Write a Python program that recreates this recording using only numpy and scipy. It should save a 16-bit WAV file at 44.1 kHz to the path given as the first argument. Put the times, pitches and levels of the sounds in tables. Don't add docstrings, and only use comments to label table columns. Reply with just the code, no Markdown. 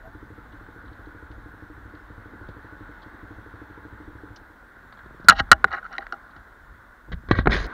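import sys
import numpy as np
from scipy import signal
from scipy.io import wavfile
from scipy.ndimage import uniform_filter1d

SR = 44100
rng = np.random.default_rng(int(sys.argv[2]) if len(sys.argv) > 2 else 0)


def invert_db(x):
    u = np.asarray(x, float) / 20
    return 10 ** u


def file_out(sig):
    cols = np.atleast_2d(sig).T
    lim = np.clip(cols, -1, 1)
    pcm = np.round(lim * 32767).astype(np.int16)
    wavfile.write(sys.argv[1], SR, pcm)


N = 340893


def evened(x):
    return x / np.sqrt(np.mean(x ** 2) + 1e-20)


def curve(rows, t):
    s, *columns = np.transpose(rows)
    return [np.interp(t, s, c) for c in columns]


def add(mix, s, sound):
    part = mix[max(round(s * SR), 0):][:len(sound)]
    part += sound[:len(part)]


def decay(length, time_constant_s):
    return np.exp(-np.arange(length) / SR / time_constant_s)


def band(x, low_hz, high_hz):
    return signal.sosfilt(signal.butter(4, [low_hz, high_hz], "bandpass", fs=SR, output="sos"), x)


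def ring(modes, length_s, factor=1.0, shake_db=0., phase=0., rise_s=0.00029):
    t = np.arange(round(length_s * SR)) / SR
    hz, db, t60_s = np.transpose(modes)[:, :, None]
    waves = np.sin(2 * np.pi * hz * t + np.reshape(phase, (-1, 1)))
    level_db = db + np.reshape(shake_db, (-1, 1)) - 60 * t / (t60_s * factor)
    rise = (1 - np.exp(-t / rise_s)) ** 2
    return rise * (invert_db(level_db) * waves).sum(0)


def noise(spectrum, patchy_db, size=1024):
    frames, hz = 4 * N // size + 5, np.fft.rfftfreq(size, 1 / SR)
    a, b, patches = rng.standard_normal((frames, len(hz), 3)).T
    patches = uniform_filter1d(patches, size=8, axis=0)
    patches = evened(uniform_filter1d(patches, size=10, axis=1))
    f, db = np.transpose(spectrum)
    colour_db = np.interp(np.log(hz + 1), np.log(f + 1), db, left=-120, right=-120)
    z = (a + 1j * b) * invert_db(colour_db[:, None] + patchy_db * patches)
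    return evened(signal.istft(z, nperseg=size, noverlap=3 * size // 4)[1][:N])


def resonate(x, hz, width_hz):
    turn = np.exp(2j * np.pi * np.cumsum(hz * np.ones(len(x))) / SR)
    r = np.exp(-np.pi * width_hz / SR)
    return evened((turn * signal.lfilter([1 - r], [1, -r], x / turn)).real)


# pitch_hz, density_db [dB per Hz]
YARD_COLOUR = [(90, -48), (150, -12.5), (260, -7.5), (400, -10.5), (580, -12.5), (850, -11), (1050, -6.5),
               (1280, -8.5), (1460, 0), (1750, -8.5), (2050, -15.5), (2350, -26.5), (2900, -32),
               (3600, -27), (4300, -33), (4900, -44), (6500, -48)]
# time_s, level_db
TRAFFIC_LEVEL = [(0.0, -50), (0.99, -48.5), (1.57, -49.5), (2.97, -47), (3.98, -48), (4.65, -51.5),
                 (4.89, -49.5), (5.7, -48.5), (6.42, -50.5), (7.15, -53.5), (7.49, -53.5), (7.73, -38)]
ENGINE_OFF_S, LOW_ON_DB, LOW_OFF_DB = 4.67, 2, -1.5


def yard():
    t = np.arange(N) / SR
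    wash = noise(YARD_COLOUR, patchy_db=.9)
    low = signal.sosfilt(signal.butter(2, 600, fs=SR, output="sos"), wash)
    low_db = np.interp(t - ENGINE_OFF_S, [0, .25], [LOW_ON_DB, LOW_OFF_DB])
    return invert_db(curve(TRAFFIC_LEVEL, t)[0]) * (wash + (invert_db(low_db) - 1) * low)


# pitch_hz, level_db, until_s
PUMP = (868, -65.5, 5.2)


def pump_hum():
    hz, db, until_s = PUMP
    tone = evened(band(rng.standard_normal(N), hz - 4, hz + 4))
    return invert_db(db) * tone * np.clip(until_s - np.arange(N) / SR, 0, 1)


# pitch_hz, density_db [dB per Hz]
HISS_COLOUR = [(2650, -12), (4500, -8.5), (8730, -11.5), (9590, -12), (11600, -13), (15100, -8),
               (15700, -9)]


def hiss():
    return invert_db(-74) * noise(HISS_COLOUR, patchy_db=1.5)


# time_s, level_db
BREEZE = [(0, -50), (1, -49), (2.7, -52), (3.2, -53), (4.1, -52), (4.6, -58), (5.2, -51), (5.85, -56),
          (7.73, -56)]
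# peak_s, level_db, rise_s [to rise 20 dB], fall_s [to fall 20 dB]
PUSHES = [(1.38, -41, .15, .1), (1.78, -45, .1, .3), (2.33, -47, .2, .3), (2.52, -45, .2, .1),
          (5.29, -37, .08, .3), (5.42, -29, .22, .08), (5.54, -30, .07, .12), (5.67, -38, .1, .15),
          (6.03, -50, .2, .2), (6.396, -43, .06, .06), (6.62, -46, .04, .1), (6.72, -48, .2, .25),
          (7.142, -28, .055, .09), (7.33, -20.5, .055, .07), (7.392, -19, .065, .095),
          (7.478, -19.5, .055, .32)]
LET_GO_S, LET_GO_DB_PER_S = 7.67, 436


def pushing(t):
    s, db, rise_s, fall_s = np.transpose(PUSHES)[:, :, None]
    shoves_db = db - 20 * np.where(t < s, (s - t) / rise_s, (t - s) / fall_s)
    shove_db = shoves_db.max(0) - LET_GO_DB_PER_S * np.maximum(t - LET_GO_S, 0)
    return np.maximum(curve(BREEZE, t)[0], shove_db)


# pitch_hz, density_db [dB per Hz]
ROCKING_COLOUR = [(12, -30), (20, -14.5), (42, 0.5), (75, -10.5), (113, -14.5), (173, -22.5), (250, -20),
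                  (320, -43.5), (550, -120)]
# pitch_hz, density_db [dB per Hz]
SWAY_COLOUR = [(15, -27.5), (30, -16.5), (55, -3), (80, -8), (110, -25.5), (250, -29), (400, -60)]
AIR_TOP_DB = -47


def rumble():
    t = np.arange(N) / SR
    push_db = np.interp(t, t[::64], pushing(t[::64]))
    rocking = noise(ROCKING_COLOUR, patchy_db=3.0, size=4096)
    rocking = rocking / np.sqrt(uniform_filter1d(rocking ** 2, size=30000))
    sway = noise(SWAY_COLOUR, patchy_db=5.0, size=4096)
    sway = sway / np.sqrt(uniform_filter1d(sway ** 2, size=2500))
    excess = np.maximum(invert_db(push_db) - invert_db(AIR_TOP_DB), 0)
    return invert_db(np.minimum(push_db, AIR_TOP_DB)) * rocking + excess * sway


def stick_slip_tones(rows):
    out = np.zeros(N)
    for s, length_s, start_hz, end_hz, db in rows:
        hz = np.linspace(start_hz, end_hz, round(length_s * SR))
        waver = evened(uniform_filter1d(rng.standard_normal(SR), size=300))[:len(hz)]
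        phase = 2 * np.pi * np.cumsum(hz * (1 + 0.013 * waver)) / SR
        add(out, s, invert_db(db) * np.sin(phase) * signal.windows.hann(len(hz)))
    return out


# start_s, length_s, start_hz, end_hz, level_db
BRAKE_SQUEAKS = [
    (0.013, 0.108, 607, 703, -46),
    (0.036, 0.051, 740, 760, -49),
    (0.027, .07, 12400, 12450, -71),
    (1.49, .05, 12450, 12400, -74),
]


def brake():
    return stick_slip_tones(BRAKE_SQUEAKS)


# first_beat_s, last_beat_s, first_db, last_db
IDLE_STRETCHES = [(0.074, 0.379, -6.5, -7), (0.535, 0.7607, -9, -6.5), (0.8373, 1.302, -9, -5.5),
                  (1.379, 1.538, -7.5, -7.5), (1.6223, 1.853, -6.5, -9), (2.1013, 2.6447, -5.5, -5.5),
                  (2.723, 2.891, -6.5, -6.5), (3.23, 3.615, -5.5, -6), (3.6996, 4.152, -5.5, -5.5),
                  (4.234, 4.304, -3.5, -8.5)]
BEAT_S = .0775
# time_s, strength_db
LONE_BEATS = [
    (0.45, -16),
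    (1.9366, -7),
    (2.0098, -14),
    (2.9663, -28),
    (3.0613, -6.5),
    (3.1404, -11.5),
    (4.413, -14),
    (4.5, -15),
]


def beats():
    rows = list(LONE_BEATS)
    for first_s, last_s, first_db, last_db in IDLE_STRETCHES:
        count = round((last_s - first_s) / BEAT_S) + 1
        rows += zip(np.linspace(first_s, last_s, count), np.linspace(first_db, last_db, count))
    return sorted(rows)


# pitch_hz, level_db, t60_s
PIPE_MODES = [(64.6, -5.5, 0.4), (95.7, 8, 0.15), (177, -3.5, 0.12), (289.5, -1, 0.14), (311.9, 6.5, 0.11),
              (402, -2.5, 0.076), (453.4, 1, 0.075), (520, -10, 0.04)]
PIPE_DB, ECHO_S, ECHO_DB = -40, 0.022, -7.5


def engine():
    out, firings = np.zeros(N), beats()
    start_phase = np.pi / 2 - .0021 * 2 * np.pi * np.array(PIPE_MODES)[:, 0]
    chance = rng.standard_normal((len(firings), len(PIPE_MODES)))
    for (s, db), shake in zip(firings, chance):
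        phase = start_phase + 0.47 * shake[::-1]
        beat = ring(PIPE_MODES, 0.27, shake_db=1.8 * shake, phase=phase, rise_s=0.0016)
        add(out, s, invert_db(PIPE_DB + db) * beat)
        add(out, s + ECHO_S, -invert_db(PIPE_DB + db + ECHO_DB) * beat)
    return out


# time_s, peak_db, pitch_hz, width_octaves
METAL_TICKS = [(.5217, -54, 3480, 0.45), (.8565, -56, 3830, .4), (.8789, -53, 3400, 0.63),
               (.9294, -55, 3670, .5), (1.058, -55, 3700, 0.53), (1.314, -47, 2400, 1.65),
               (1.9494, -54, 3620, 0.83), (2.488, -47, 1900, 2.2), (3.02, -47, 3700, 0.54),
               (3.029, -47.5, 3700, 0.68), (4.361, -41.5, 4100, 1), (4.9247, -48, 3930, 0.47),
               (4.9694, -55, 3620, .4), (4.9895, -53, 3600, 0.39), (5.0594, -60, 3900, .5),
               (5.2006, -61, 4000, .7), (5.2444, -47, 4280, 0.78), (5.488, -44, 1520, .6),
               (6.309, -55.5, 3830, 0.48), (6.362, -55, 3950, .7)]


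def ticks():
    out, chance = np.zeros(N), rng.standard_normal((len(METAL_TICKS), 900))
    for (s, db, hz, octaves), grit in zip(METAL_TICKS, chance):
        touches = grit * abs(grit) * decay(len(grit), 0.0067)
        jingle = band(touches, hz * 2 ** (-octaves / 2), hz * 2 ** (octaves / 2))
        add(out, s, invert_db(db) * jingle / abs(jingle).max())
    return out


# time_s, loss_db
LATCH_CHOKES = [
    (5.2933, 15.5),
    (5.2999, 15),
    (5.524, 7.5),
    (5.5335, 5.5),
]
CHOKE_S = .002


def choked(s, sound):
    t = s + np.arange(len(sound)) / SR
    loss_db = sum(db * np.clip((t - at) / CHOKE_S, 0, 1) for at, db in LATCH_CHOKES if at > s)
    return sound * invert_db(-loss_db)


HAND_ON_S, HAND_EDGE_HZ, HAND_LOSS_DB, DEAD_HZ = 7.0, 4450, -19, 5050


def through_case(body, treble):
    lid = band(band(treble, 2500, 7300), 2000, 7500)
    lid = signal.lfilter(*signal.iirnotch(DEAD_HZ, 9, SR), lid)
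    below_edge = band(band(lid, 3100, HAND_EDGE_HZ), 2000, HAND_EDGE_HZ)
    held = invert_db(HAND_LOSS_DB) * lid + below_edge
    return band(body, 550, 2200) + np.where(np.arange(N) < HAND_ON_S * SR, lid, held)


# pitch_hz, level_db, t60_s
CASE_MODES = [(806, -17, 0.05), (934, -8, 0.017), (1108, -13, 0.046), (1294, -9.5, 0.036),
              (1402.5, -3, 0.029), (1605, -10, 0.04), (1869, -10, 0.042), (1909, -30.5, .035),
              (2912, 3.5, 0.05), (3400, -21, 0.045), (4280, 5, 0.026), (3975, -1.5, 0.051),
              (4680, -3, 0.026), (5620, -8, 0.045), (6135, -9, 0.025), (7040, -9.5, 0.016)]
WALL_MODES = [m for m in CASE_MODES if m[0] < 2400]
LID_MODES = [m for m in CASE_MODES if m[0] >= 2400]
# time_s, peak_db, treble_db, strongest_hz, ring_factor
HARD_BLOWS = [(5.2849, 19.5, -15.5, 1410, 0.77), (5.2956, 15.5, -18.5, 1410, 0.7),
              (5.3035, -10, -7, 1400, 0.54), (5.3065, -4.5, -12.5, 1400, 0.61),
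              (5.312, -8, -25, 1526, 0.81), (5.32, -6, -48.5, 1270, 0.53), (5.5153, 22.5, -20, 1407, 0.73),
              (5.5284, -8, -9, 1474, 0.4), (5.643, -14, -20, 1305, 0.59), (5.982, -26, -13, 1850, 0.34),
              (6.067, -23.5, -22.5, 1430, 0.33), (6.124, -27, -19, 1420, 0.6), (7.311, -22, -4, 1590, 0.53),
              (7.3875, -11, -19, 1120, 0.2), (7.458, -14.5, -19.5, 1080, 0.49),
              (7.4714, -6.5, -42, 980, 0.49)]
# time_s, peak_db, treble_db, strongest_hz
LATCH_RATTLES = [(1.313, -47, -30, 1600), (3.029, -44, -30, 1600), (4.925, -33, -30, 1600),
                 (4.99, -36, -30, 1650), (5.378, -30, -10, 1630), (5.489, -45, -30, 1480),
                 (5.5332, -15, -27.5, 1640), (5.829, -35, -28.5, 1470), (5.843, -38, -19.5, 1450),
                 (5.862, -30, -25, 1450), (5.964, -35, -16, 1490), (5.672, -34, -39, 1940),
                 (5.685, -38, -27, 1500), (5.708, -29, -22, 1480), (5.715, -24, -22, 1440),
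                 (5.727, -20.5, -16, 1430), (5.734, -17, -37, 1480), (5.748, -20, -28, 1640),
                 (5.761, -27, -24, 1520), (5.768, -29, -21, 1480), (5.853, -33.5, -24, 1430),
                 (5.927, -27, -17, 1630), (5.938, -33, -15, 1354), (5.951, -40, -12, 1430),
                 (6.007, -37.5, -18, 1920), (6.025, -34.5, -24, 1560), (6.13, -29.5, -18.5, 1420),
                 (6.141, -38, -17, 1395), (6.3635, -34, -24.5, 1420), (7.119, -35, -14, 1576),
                 (7.287, -33, -19, 1670), (7.351, -23, -17, 1940), (7.378, -35, -12, 1940),
                 (7.41, -30, -22, 1620), (7.4968, -22, -20, 1600), (7.52, -18, -20, 1900)]
RATTLE_RING, CONTACT_S, TOP_DB = .7, .0009, 22


def knocks():
    body, treble = np.zeros((2, N))
    hits = sorted(HARD_BLOWS + [(*row, RATTLE_RING) for row in LATCH_RATTLES])
    chance = rng.standard_normal((len(hits), len(CASE_MODES) + 600))
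    wall_hz = np.array(WALL_MODES)[:, 0]
    for (s, db, treble_db, hz, factor), luck in zip(hits, chance):
        shake_wall, shake_lid, grit = np.split(luck, [len(WALL_MODES), len(CASE_MODES)])
        spot_db = 9 * np.exp(-(np.log2(wall_hz / hz) / .12) ** 2) + 1.5 * shake_wall
        db = min(db, TOP_DB)
        contact = grit * decay(len(grit), CONTACT_S)
        wall = np.convolve(ring(WALL_MODES, .12, factor, spot_db), np.r_[1, .12 * contact])
        lid = np.convolve(ring(LID_MODES, .08, .5 * factor, 1.5 * shake_lid), np.r_[2, contact])
        add(body, s, choked(s, invert_db(db) * wall / abs(wall).max()))
        add(treble, s, choked(s, invert_db(db + treble_db + 4.5) * lid / abs(lid).max()))
    return through_case(body, treble)


# pitch_factor, level_db
MOUNT_MODES = [(.5, -2), (0.999, 3), (1.6, -5), (2.9, -4.5)]
# time_s, peak_db, pitch_hz, t60_s
BUMPS = [(2.488, -29, 310, 0.027), (2.972, -43, 190, .08), (5.06, -37, 357, 0.031),
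         (5.108, -34.5, 318, 0.014), (5.146, -36.5, 302, 0.019), (5.199, -33.5, 310, 0.021),
         (5.245, -32.5, 197, 0.075), (5.287, -20, 189, 0.13), (5.404, -14.5, 177, 0.0087),
         (5.518, -8.5, 224.4, 0.025), (5.54, -30, 640, 0.093), (5.646, -23, 405, 0.054),
         (5.654, -31, 300, 0.03), (5.73, -32, 730, .07), (5.747, -32, 740, 0.053), (5.987, -30, 712, 0.046),
         (6.128, -31.5, 714, 0.043), (6.363, -42.5, 306, 0.043), (7.085, -37.5, 309, 0.041),
         (7.117, -25.5, 205, 0.022), (7.137, -32, 150.4, .04), (7.236, -39, 307, 0.027),
         (7.2864, -34, 250, 0.025), (7.3107, 0, 284, 0.0092), (7.389, -8, 249, 0.018),
         (7.4572, -16, 302, 0.05), (7.4713, -4, 385, 0.021), (7.478, -16, 240, 0.061),
         (7.495, -19, 200, 0.053)]


def thuds():
    out = np.zeros(N)
    for s, db, hz, t60_s in BUMPS:
        modes = [(hz * k, mode_db, t60_s / np.sqrt(k)) for k, mode_db in MOUNT_MODES]
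        bump = -ring(modes, 0.13, rise_s=0.00036)
        add(out, s, invert_db(db) * bump / abs(bump).max())
    return band(out, 90, 1700)


# pitch_hz, level_db, t60_s
BRACKET_MODES = [(245, -36.5, .14), (460, -31.5, 0.052), (647, -31.5, 0.12), (801, -23.5, 0.12)]
# time_s, level_db
BRACKET_HITS = [(5.287, -15), (5.319, 2), (5.4, -11), (5.53, -5.5), (5.646, -12), (5.728, -17),
                (5.746, -12), (5.905, -17), (5.922, -21), (5.986, -9), (6.02, -21.5), (6.128, -10),
                (7.311, -14)]


def bracket():
    out = np.zeros(N)
    for s, db in BRACKET_HITS:
        add(out, s, invert_db(db) * ring(BRACKET_MODES, .15, rise_s=.002))
    return out


# start_s, hardest_s, end_s, pressure_db, treble_db
SCRAPE_STROKES = [(5.3, 5.327, 5.34, -26.5, -11.5), (5.337, 5.367, 5.42, -35, -6),
                  (5.38, 5.399, 5.409, -13.5, -8.5), (5.7, 5.738, 5.765, -23, -26),
                  (5.76, 5.782, 5.795, -29.5, -26), (5.675, 5.675, 5.7, -32.5, -23),
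                  (5.823, 5.852, 5.878, -48, -22), (5.9, 5.932, 5.98, -35, -20),
                  (5.978, 6.027, 6.058, -43, -18.5)]
ENDS_DB, GRITTY_ENDS, GRITTY_HARD, GRAINS_PER_S = -21.5, 0.5, 0.31, 700


def scrapes():
    body, treble = np.zeros((2, N))
    smooth = rng.standard_normal(N)
    grains = evened(rng.standard_normal(N) * (rng.random(N) < GRAINS_PER_S / SR))
    for start_s, hard_s, end_s, db, treble_db in SCRAPE_STROKES:
        span = slice(round(start_s * SR), round(end_s * SR))
        light = np.interp(np.arange(N)[span] / SR, [start_s, hard_s, end_s], [1, 0, 1])
        gritty = GRITTY_HARD + (GRITTY_ENDS - GRITTY_HARD) * light
        drive = np.sqrt(1 - gritty) * smooth[span] + np.sqrt(gritty) * grains[span]
        drive *= invert_db(db + ENDS_DB * light) * signal.windows.tukey(len(light), .12)
        body[span] += drive
        treble[span] += drive * invert_db(treble_db)
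    wall = ring(WALL_MODES, .05, factor=.9)
    lid = ring(LID_MODES, .05, factor=.17)
    body = signal.oaconvolve(body, wall / np.linalg.norm(wall))[:N]
    treble = signal.oaconvolve(treble, lid / np.linalg.norm(lid))[:N]
    return through_case(body, treble)


# [pitch_hz, level_db, t60_s]
SNAPPING_PARTS = [
    ((5.3063, -12, -14, .0004), [(2864, 0, .015), (3456, -4, .014), (5577, -9, .008)]),
    ((5.5286, -1, -22, .0004), [(1416, 0, .022), (1750, -10, .016), (2880, -31, .045), (4000, -28, .02), (5600, -30, .016)]),
    ((5.643, .5, -27, .0005), [(468, -30, .05), (797, -18, .035), (1230, -6, .013), (1450, 0, .016), (1650, -14, .018), (2000, -17, .018), (2860, -34, .02), (3400, -34, .012), (3962, -31, .02), (5437, -41, .014), (6202, -38, .008)]),
    ((5.982, -14, -19, .0003), [(790, -15, .035), (1080, -22, .035), (1900, 0, .016), (1600, -7, .014), (2476, -22, .012), (3975, -17, .02), (4600, -23, .01)]),
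    ((6.1238, -16, -27, .001), [(1405, 0, .012), (2864, -31, .012), (4300, -25, .009), (5550, -30, .01)]),
    ((7.3113, -11, -20, .0004), [(1637, 0, .015), (1100, -9, .025), (2159, -14, .018), (3600, -17, .012), (4285, -26, .02)]),
]
SNAP_TICK_S = .0013


def snaps():
    out, chance = np.zeros(N), rng.standard_normal((len(SNAPPING_PARTS), 500))
    for ((s, db, tick_db, rise_s), modes), grit in zip(SNAPPING_PARTS, chance):
        sound = ring(modes, .06, rise_s=rise_s)
        sound = sound / abs(sound).max()
        tick = band(grit * decay(len(grit), SNAP_TICK_S), 2300, 5600)
        add(sound, 0, invert_db(tick_db) * tick / abs(tick).max())
        add(out, s, choked(s, invert_db(db) * sound))
    return out


# start_s, length_s, start_hz,
# end_hz, level_db
LATCH_TONES = [(5.486, .012, 1480, 1450, -44), (5.74, 0.015, 1750, 1700, -29.5),
               (5.779, .013, 1516, 1500, -31), (5.827, .009, 1470, 1450, -29),
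               (5.84, 0.014, 1450, 1450, -34.5), (5.85, 0.0069, 1426, 1420, -27.5),
               (5.856, 0.0065, 1410, 1430, -28.5), (5.861, 0.0076, 1460, 1440, -30),
               (5.931, 0.0094, 1400, 1350, -37), (5.949, 0.012, 1433, 1430, -32),
               (6.023, .009, 1500, 1500, -36), (6.138, .008, 1400, 1395, -27),
               (5.771, .011, 1500, 1480, -32), (5.715, .009, 2850, 2800, -44),
               (5.726, .017, 2870, 2850, -42), (5.747, .009, 2850, 2800, -45),
               (5.761, .011, 4050, 4150, -51)]


def latch_spring():
    return stick_slip_tones(LATCH_TONES)


# time_s, resonance_hz, level_db
CUFF_GAP = [(7.49, 1500, -44), (7.497, 1600, -30), (7.512, 1700, -29), (7.524, 2100, -23),
            (7.538, 1800, -20), (7.55, 1550, -30), (7.57, 1910, -41), (7.6, 1600, -34)]
GAP_WIDTH_HZ, GAP_DB = 260, -4


def cuff_gap(catch):
    t, out = np.arange(N) / SR, np.zeros(N)
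    cuff = (t > CUFF_GAP[0][0]) & (t < CUFF_GAP[-1][0])
    hz, db = curve(CUFF_GAP, t[cuff])
    gap = resonate(rng.standard_normal(cuff.sum()) * catch[cuff], hz, GAP_WIDTH_HZ)
    gap = band(band(gap, 900, 2600), 900, 2600)
    out[cuff] = invert_db(db + GAP_DB) * gap * signal.windows.tukey(cuff.sum(), .2)
    return out


# pitch_hz, density_db [dB per Hz]
CLOTH_COLOUR = [(300, -4.5), (880, -13), (1110, -1.5), (1320, -9.5), (1620, 1), (2100, -7), (2650, -16.5),
                (3300, -10), (3950, -9), (4350, -13), (4480, -17), (5100, -19), (5600, -26), (6500, -24),
                (7200, -34), (7900, -55.5), (9000, -33), (11500, -51)]
# pitch_hz, width_hz, level_db [over the pressure]
PALM_WALL = [(1130, 90, -6), (1600, 130, -0.5), (1940, 100, -5.5), (2205, 90, -14)]
# time_s, pressure_db, brightness_db [speed]
GLOVE_STROKES = [
    [(7.118, -43.5, -3), (7.132, -36, -12), (7.142, -54, -3), (7.15, -68, -6.5)],
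    [(7.287, -35, -8), (7.295, -45.5, -19.5), (7.31, -46, -13.5)],
    [(7.313, -19, -9), (7.328, -33.5, -11), (7.345, -34.5, -22.5), (7.36, -34.5, -13), (7.387, -38.5, -7)],
    [(7.389, -23.5, -22), (7.41, -43.5, -8), (7.455, -64, -21)],
    [(7.4715, -10, -19.5), (7.488, -43.5, -37), (7.5, -34, -18), (7.514, -29.5, -8.5), (7.536, -25.5, -8),
     (7.59, -35.5, -8), (7.6675, -42.5, -8.5)],
    [(7.6675, -41.5, -23), (7.7, -50.5, -28), (7.73, -60, -13)],
]
DRAG_DB, DRAG_SLOPE, FIZZ_DB, PALM_FIZZ_DB = -39, 0.92, -28, -13.5
CUFF_FROM_S, PALM_UPPER_DB, CUFF_UPPER_DB, PALM_OFF_S, PALM_DRY = 7.5, -6, 3, 7.46, .6


def cloth():
    t, rub = np.arange(N) / SR, noise(CLOTH_COLOUR, patchy_db=2.0, size=512)
    catch = invert_db(2.5 * evened(uniform_filter1d(rng.standard_normal(N), size=120)))
    edges_hz = [(700, 2400), (130, 700), (2400, HAND_EDGE_HZ), (8300, 11500), (HAND_EDGE_HZ, 7600)]
    registers = [evened(band(band(rub, *edge) * catch, *edge)) for edge in edges_hz]
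    wall = np.zeros(N)
    for hz, width_hz, db in PALM_WALL:
        once = resonate(rng.standard_normal(N) * catch, hz, width_hz)
        wall += invert_db(db) * resonate(once, hz, width_hz)
    out = cuff_gap(catch)
    for rows in GLOVE_STROKES:
        span = (t >= rows[0][0]) & (t < rows[-1][0])
        press_db, speed_db = curve(rows, t[span])
        palm = t[span] < CUFF_FROM_S
        bright_db = press_db + speed_db
        drag_db = DRAG_DB + DRAG_SLOPE * (press_db + 36)
        fizz_db = bright_db + FIZZ_DB + PALM_FIZZ_DB * palm
        upper_db = bright_db - 11.5 + np.where(palm, PALM_UPPER_DB, CUFF_UPPER_DB)
        levels_db = [press_db, drag_db, bright_db, fizz_db, upper_db]
        stroke = sum(invert_db(db) * r[span] for db, r in zip(levels_db, registers))
        singing = invert_db(press_db) * (wall - PALM_DRY * registers[0])[span]
        stroke = np.where(t[span] < PALM_OFF_S, stroke + singing, stroke)
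        out[span] += stroke * signal.windows.tukey(span.sum(), 60 / span.sum())
    return out


def gain_pop():
    out = np.zeros(N)
    out[round(7.6675 * SR)] = invert_db(-34)
    return out


def scene():
    outside = yard() + pump_hum() + hiss() + rumble()
    motorcycle = brake() + engine() + ticks()
    struck = knocks() + thuds() + bracket() + snaps() + latch_spring()
    handled = scrapes() + cloth() + gain_pop()
    return (outside + motorcycle + struck + handled)[None]


def top_cut(x):
    return signal.sosfilt(signal.butter(12, 15820, fs=SR, output="sos"), x)


def record(dry):
    flat_topped = np.clip(dry, -1, 1)
    slowed = signal.sosfilt(signal.butter(1, 12000, fs=SR, output="sos"), flat_topped)
    near_clipping = uniform_filter1d(1. * (abs(dry) >= 1), size=200) > 0
    mix = np.where(near_clipping, slowed, flat_topped)
    return top_cut(mix)


dry = scene()
out = record(dry)
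file_out(out)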